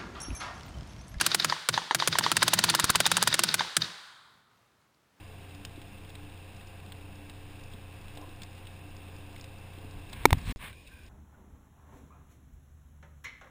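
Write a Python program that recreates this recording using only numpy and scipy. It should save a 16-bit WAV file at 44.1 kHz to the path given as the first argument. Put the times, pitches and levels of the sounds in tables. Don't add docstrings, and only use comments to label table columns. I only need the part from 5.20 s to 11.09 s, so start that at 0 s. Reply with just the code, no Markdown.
import sys
import numpy as np
from scipy import signal
from scipy.fft import rfft, irfft, next_fast_len
from scipy.io import wavfile
from scipy.ndimage import uniform_filter1d

SR = 44100
rng = np.random.default_rng(int(sys.argv[2]) if len(sys.argv) > 2 else 0)


def level_to_linear(level):
    exponent = np.asarray(level, float) / 20
    return 10 ** exponent


def store_wav(level_fs):
    pcm = np.round(np.clip(np.atleast_2d(level_fs), -1, 1) * 32767)
    wavfile.write(sys.argv[1], SR, pcm.T.astype(np.int16))


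N = 259749
CUT_S, BACK_S = 5.3243, 5.3603


def on_log(hz, table):
    points, db = np.transpose(table)
    return np.interp(np.log(np.maximum(hz, 1)), np.log(points), db)


def colour(x, table):
    size = next_fast_len(2 * len(x))
    gain = level_to_linear(on_log(np.fft.rfftfreq(size, 1 / SR), table))
    cepstrum = irfft(np.log(gain), size)
    cepstrum[1:size // 2] *= 2
    cepstrum[size // 2 + 1:] = 0
    return irfft(rfft(x, size) * np.exp(rfft(cepstrum)), size)[:len(x)]


def hiss(table):
    return colour(rng.standard_normal(N), table) * np.sqrt(SR / 2)


def unit(x):
    return x / np.std(x)


def walk(rate):
    k = int(SR / rate)
    steps = np.repeat(rng.standard_normal(N // k + 1), k)
    return unit(uniform_filter1d(uniform_filter1d(steps, k), k)[:N])


def ring(x, hz, t60):
    pole = np.exp(2j * np.pi * hz / SR - np.log(1000) / (t60 * SR))
    return signal.lfilter([1], [1, -pole], x).imag


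def swell(s, rise, fall, db):
    t = np.arange(N) / SR - s
    return level_to_linear(db) * np.exp(-(t / np.where(t < 0, rise, fall)) ** 2)


def add(out, s, db, shape):
    i = int(s * SR)
    shape = shape[:N - i]
    out[i:i + len(shape)] += level_to_linear(db) * shape / np.abs(shape).max()


def pumper():
    cycle_hz, points = 10.017, 8192
    # multiple of the cycle rate, level in dB rms.
    strong_orders = [(6, -64), (9, -50), (10, -64), (12, -60), (13, -74), (15, -65), (20, -70), (24, -76),
                     (41, -77), (54, -69), (69, -72), (73, -71), (78, -77), (81, -75), (82, -79), (88, -78),
                     (95, -81), (98, -78), (102, -77), (103, -78), (106, -74), (111, -80), (123, -81),
                     (136, -85), (148, -86), (149, -84), (157, -81), (160, -80), (170, -85)]
    # frequency in Hz, level of an order in dB rms.
    clatter = [(40, -81), (300, -86.5), (700, -83.5), (1100, -85), (1700, -96.5), (2600, -121),
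               (4000, -110)]
    k = np.arange(1, 513)
    db = on_log(k * cycle_hz, clatter) + 4.0 * rng.standard_normal(len(k))
    for order, order_db in strong_orders:
        db[int(order) - 1] = order_db
    spectrum = level_to_linear(db) * np.exp(2j * np.pi * rng.random(len(k)))
    cycle = irfft(np.r_[0, spectrum], points) * points / np.sqrt(2)
    crank = cycle_hz * np.arange(N) / SR + 0.001 * walk(3.3)
    return np.interp(crank % 1, np.arange(points) / points, cycle, period=1) * level_to_linear(.7 * walk(4))


def second_truck():
    # frequency in Hz, wander in Hz, level in dB rms.
    smeared_lines = [(119, .5, -65.5), (160, 4.1, -68.5), (197.3, 0.24, -65), (208, 5.1, -68),
                     (318, 4.8, -66), (361, 1.5, -71.5), (395.7, 4, -69.5), (523.5, 4.7, -67),
                     (700, 18, -69), (2650, 210, -67)]
    # peak time in seconds, half length in seconds, level in dB, pitch in Hz.
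    hum_surges = [(0.004, 0.03, -58, 306), (0.383, .06, -53.5, 288.2), (0.645, .15, -63.5, 290.5),
                  (1.041, 0.076, -53, 293.3), (1.847, .05, -60, 294), (2.036, .06, -60.5, 290),
                  (2.25, 0.33, -61, 290.5), (3.006, .045, -52, 297), (3.283, .04, -65.5, 294),
                  (3.666, 0.039, -56, 293), (3.82, .04, -61, 289.5), (4.05, 0.13, -58, 291.5),
                  (4.798, .08, -59.5, 290)]
    # peak time in seconds, half length in seconds, level in dB.
    panel_calls = [
        (0.104, 0.031, -59),
        (0.472, 0.099, -68),
        (1.2, 0.31, -73),
        (1.756, 0.057, -67),
        (3.002, .04, -67),
        (3.91, .05, -66),
        (4.672, .06, -66),
    ]
    rest_hz, panel_hz = 291.0, 436.5
    loose = np.zeros(N)
    for hz, width, db in smeared_lines:
        loose += level_to_linear(db) * unit(ring(rng.standard_normal(N), hz, np.log(1000) / (np.pi * width)))
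    rest = level_to_linear(-65 + 2.5 * walk(9))
    surges = [swell(s, half, half, db) for s, half, db, _ in hum_surges]
    load = rest + sum(surges)
    hum_hz = (rest * rest_hz + sum(g * row[3] for g, row in zip(surges, hum_surges))) / load
    hum = np.sqrt(2) * load * np.sin(2 * np.pi * (np.cumsum(hum_hz) / SR + 0.016 * walk(23)))
    shake = level_to_linear(-69 + 2.6 * walk(3.9))
    shake = shake + sum(swell(s, half, half, db) for s, half, db in panel_calls)
    panel = np.sqrt(2) * shake * np.sin(2 * np.pi * (panel_hz * np.arange(N) / SR + 0.16 * walk(17)))
    return loose + hum + panel


def fans_and_spray():
    # frequency in Hz, density in dB per Hz.
    roar = [(5, -100), (12, -60.5), (50, -78), (130, -77), (300, -85.5), (520, -93), (600, -94), (720, -89),
            (1200, -92), (3000, -98.5), (6000, -100.5)]
    return hiss(roar) * level_to_linear(0.45 * walk(14))


def ticks():
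    # time in seconds, peak of the middle in dB, low part relative to it in dB.
    coupling = [(0.3483, -51, -10), (0.4499, -46, -1.5), (0.4502, -37.5, -29), (0.559, -54, -8),
                (0.616, -56, 0), (0.783, -57, -18), (0.9532, -44, -8), (1.1756, -55, -10),
                (1.4107, -55.5, -4), (1.6616, -53, -13), (1.721, -41.5, -7.5), (2.0971, -45.5, -7),
                (2.5157, -53, -13), (2.5351, -48.5, -16), (2.8815, -50.5, -10), (2.974, -44.5, -8.5),
                (3.0914, -53, -17), (3.2188, -43.5, -7.5), (3.2335, -44.5, -11), (3.4535, -53, -10),
                (3.4701, -49, -8), (3.7653, -57, -10), (4.1622, -46.5, -7), (4.1959, -54.5, -1),
                (4.2418, -50, -7), (4.9302, -41.5, -22)]
    far_coupling = [
        (5.5288, -56, -0.5),
        (5.6753, -53, -10),
    ]
    # time in seconds, peak in dB.
    valve = [(0.3476, -49.5), (0.4497, -49), (0.4499, -34), (0.6165, -49), (0.8949, -46), (0.9522, -55),
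             (1.3638, -49), (1.4701, -47.5), (1.954, -49), (2.0961, -50), (2.4364, -47), (2.9514, -51),
             (2.9718, -45), (3.014, -44), (3.2181, -42), (3.2328, -39.5), (3.7663, -45.5), (3.9629, -48),
             (4.128, -51), (4.1944, -57), (4.211, -38), (4.241, -48), (4.3849, -46), (4.7097, -47.5),
             (4.8948, -49), (4.9282, -39)]
    late_valve = [
        (5.1567, -50),
        (5.1816, -44.5),
        (5.2126, -48),
        (5.309, -39.5),
        (5.3702, -51),
        (5.6057, -66),
        (5.6531, -65.5),
        (5.6744, -53),
        (5.8331, -53),
        (5.8631, -49.5),
    ]
    per_second, patter_db, scatter_db = 12, -56, 3.0
    out, t = np.zeros(N), np.arange(400) / SR
    when, size = rng.random((int(per_second * CUT_S), 2)).T
    patter = list(zip(when * CUT_S, patter_db + scatter_db * (2 * size - 1)))
    full = coupling + far_coupling + [(s, db, -9) for s, db in patter[::2]]
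    rows = [(s, db + 0.6, (3000, 4400)) for s, db, _ in full]
    rows += [(s, db + low_db + 8.0, (1000, 2900)) for s, db, low_db in full]
    rows += [(s, db - 0.5, (4400, 6400)) for s, db in valve + late_valve + patter[1::2]]
    for (s, db, band), chance in zip(rows, rng.standard_normal((len(rows), len(t)))):
        burst = np.sign(chance) * np.exp(-t / 0.0036)
        band_pass = signal.butter(2, band, "band", fs=SR, output="sos")
        add(out, s - .0003, db, signal.sosfilt(band_pass, burst))
    return out


def thuds():
    # time in seconds, peak in dB, frequency in Hz.
    blows = [
        (0.577, -39, 296),
        (2.542, -40, 223),
        (2.972, -38.5, 710),
        (3.015, -42, 750),
        (3.084, -45, 316),
        (3.215, -49, 190),
        (4.577, -44, 314),
        (4.645, -42, 256),
        (4.93, -44, 700),
    ]
    out, t = np.zeros(N), np.arange(2000) / SR
    for s, db, hz in blows:
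        add(out, s, db, np.sin(2 * np.pi * hz * t) * t * np.exp(-t * hz / 0.71))
    return out


def drag():
    scrape = 2.976, .004, .19
    # frequency in Hz, t60 in seconds.
    hollow = [(530, 0.037), (720, 0.045), (1020, .03)]
    grit = rng.standard_normal(N) * level_to_linear(2.1 * walk(90))
    return swell(*scrape, -54.5) * unit(sum(unit(ring(grit, hz, t60)) for hz, t60 in hollow))


def hand():
    # frequency in Hz, density in dB per Hz.
    skin = [(300, -3), (800, 0.5), (1100, 7), (1350, -1.5), (1650, 7), (1900, 4), (2300, 7.5), (3000, 3),
            (3700, 0.5), (4300, -8.5), (5800, -24)]
    # time of most pressure in seconds, rise in seconds, fall in seconds, level in dB,
    # fine hiss in dB.
    strokes = [
        (4.9, 0.071, .03, -71, 7),
        (4.933, .006, .01, -52.5, 6),
        (5.04, 0.11, .015, -55, 0),
        (5.17, 0.1, 0.14, -56.5, 5),
        (5.274, .02, 0.04, -55, 16.5),
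        (5.305, 0.02, 0.02, -47.5, 5),
        (5.42, 0.02, 0.037, -53.5, 2),
        (5.46, 0.041, 0.047, -48.5, -18),
    ]
    # time in seconds, rise in seconds, fall in seconds, level in dB.
    shakes = [(4.77, 0.035, 0.029, -48.5), (4.9, 0.11, .06, -58), (5.04, 0.13, 0.0057, -46),
              (5.075, .008, 0.016, -42), (5.1, .02, 0.011, -41), (5.146, 0.014, 0.008, -29),
              (5.179, 0.013, 0.015, -40), (5.23, 0.044, 0.047, -43.5), (5.31, 0.033, 0.037, -33),
              (5.369, 0.011, .015, -60), (5.44, 0.038, 0.076, -48)]
    rub = unit(hiss(skin) * level_to_linear(1.3 * walk(200)))
    fine = hiss([(2000, -50.5), (4000, 12.5), (5000, -0.5), (6500, 0)])
    fine = unit(fine * level_to_linear(2.0 * walk(110))) * level_to_linear(-12)
    rumble = unit(hiss([(8, -23), (25, 9.5), (90, -2.0), (220, -7.5), (400, -26), (2000, -71.5)]))
    slides = sum(swell(*row[:4]) * (rub + level_to_linear(row[4]) * fine) for row in strokes)
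    return slides + rumble * sum(swell(*row) for row in shakes)


def knocks():
    # time in seconds, peak in dB, bounce delay in seconds, bounce in dB, rattle in dB.
    contacts = [
        (5.0544, 4.5, 0.00222, -3.5, -8),
        (5.1064, -17, 0.0033, -10, -6),
        (5.1293, -5, 0.00111, -9, -14),
    ]
    # frequency in Hz, level in dB, t60 in seconds.
    case_modes = [(280, -13, .13), (380, 6, 0.009), (980, 4, 0.0066), (1320, 1, 0.0035), (2210, 1, 0.0055),
                  (2950, -10, 0.004), (3650, -4.5, 0.0045), (4750, -18, .002)]
    # time in seconds, peak in dB, frequency in Hz.
    air_pushes = [
        (5.1301, -13, 80),
        (5.172, -33, 110),
        (5.267, -46, 70),
        (5.317, -33.5, 81),
    ]
    contact_s, rattle_s, low_cut_hz = .00005, .0016, 230
    out, t = np.zeros(N), np.arange(4000) / SR
    chances = rng.standard_normal((len(contacts), len(t)))
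    for (s, db, bounce, bounce_db, rattle_db), chance in zip(contacts, chances):
        blow = np.exp(-(t / contact_s - 3) ** 2)
        blow = blow + level_to_linear(bounce_db) * np.exp(-((t - bounce) / contact_s - 3) ** 2)
        blow = blow + level_to_linear(rattle_db) * np.diff(chance, prepend=0) * np.exp(-t / rattle_s)
        tilt_db = (4.6 - .19 * db) * np.log2(np.array(case_modes)[:, 0] / 1000)
        body = sum(level_to_linear(g + lift) * ring(blow, hz, t60) for (hz, g, t60), lift in zip(case_modes, tilt_db))
        add(out, s, db, signal.lfilter(*signal.butter(2, low_cut_hz, "high", fs=SR), body))
    for s, db, hz in air_pushes:
        u = (np.pi * hz * (t - t.mean())) ** 2
        add(out, s - t.mean(), db, (1 - 2 * u) * np.exp(-u))
    return out


def far_trucks():
    # frequency in Hz, density in dB per Hz.
    far_roar = [(5, -100), (20, -77), (70, -67), (150, -82.5), (400, -87.5), (900, -96.5), (1050, -91),
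                (1250, -103), (2000, -100), (3300, -102), (4500, -102), (6000, -101)]
    # frequency in Hz, t60 in seconds.
    pitches = [(1570, 0.023), (2460, 0.016), (3770, .015)]
    # time in seconds, rise in seconds, fall in seconds, level in dB.
    whine_calls = [
        [(5.53, 0.0091, .015, -62), (5.71, .02, 0.098, -66.5), (5.81, .06, 0.072, -71.5)],
        [(5.56, 0.03, 0.091, -68), (5.678, 0.0087, 0.0093, -61.5), (5.75, 0.044, 0.15, -69.5)],
        [(5.535, .01, .012, -67.5), (5.678, 0.018, .015, -70)],
    ]
    far = level_to_linear(-2) * hiss(far_roar)
    for (hz, t60), calls in zip(pitches, whine_calls):
        whine = unit(ring(rng.standard_normal(N), hz, t60))
        far = far + sum(swell(*call) for call in calls) * whine
    return far


def through_ports(outside):
    # frequency in Hz, gain in dB.
    ports = [(1000, -3), (1400, -4.5), (1600, 0), (1900, -1), (2650, 5), (3100, 2), (3750, 4.5),
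             (4150, -2.5), (4550, -4.5), (5050, 0.5), (5500, -8.5)]
    return colour(outside, ports)


def scene():
    before = np.arange(N) / SR < CUT_S
    near = pumper() + level_to_linear(-1.86) * (second_truck() + fans_and_spray())
    outside = np.where(before, near, far_trucks()) + ticks() + thuds() + drag()
    return (through_ports(outside) + hand() + knocks())[None]


def roll_off(x):
    return signal.sosfilt(signal.butter(12, 16430, fs=SR, output="sos"), x)


def record(dry):
    # frequency in Hz, gain in dB.
    converter = [(5000, 0.5), (5500, 5), (5800, 1), (6000, -1.5), (6400, -62)]
    # frequency in Hz, gain in dB.
    top_cut = [(15200, 2.5), (15330, 13), (15900, -44), (16400, -56)]
    t = np.arange(N) / SR
    taken = np.tanh(signal.resample_poly(colour(dry[0], converter), 40, 147))
    held = signal.resample_poly(np.repeat(taken, 4), 147, 160)[:N]
    offset = (t > BACK_S) * level_to_linear(-42.5) * np.exp(-np.abs(t - BACK_S) / .015)
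    held = np.r_[held[1:], 0] + offset
    live = (t < CUT_S) | (t > BACK_S)
    idle_hiss = level_to_linear(-103) * unit(hiss([(100, -1), (16000, 4)]))
    out = live * held + ~live * idle_hiss
    return roll_off(colour(out, top_cut)[None])


dry = scene()
out = record(dry)
store_wav(out)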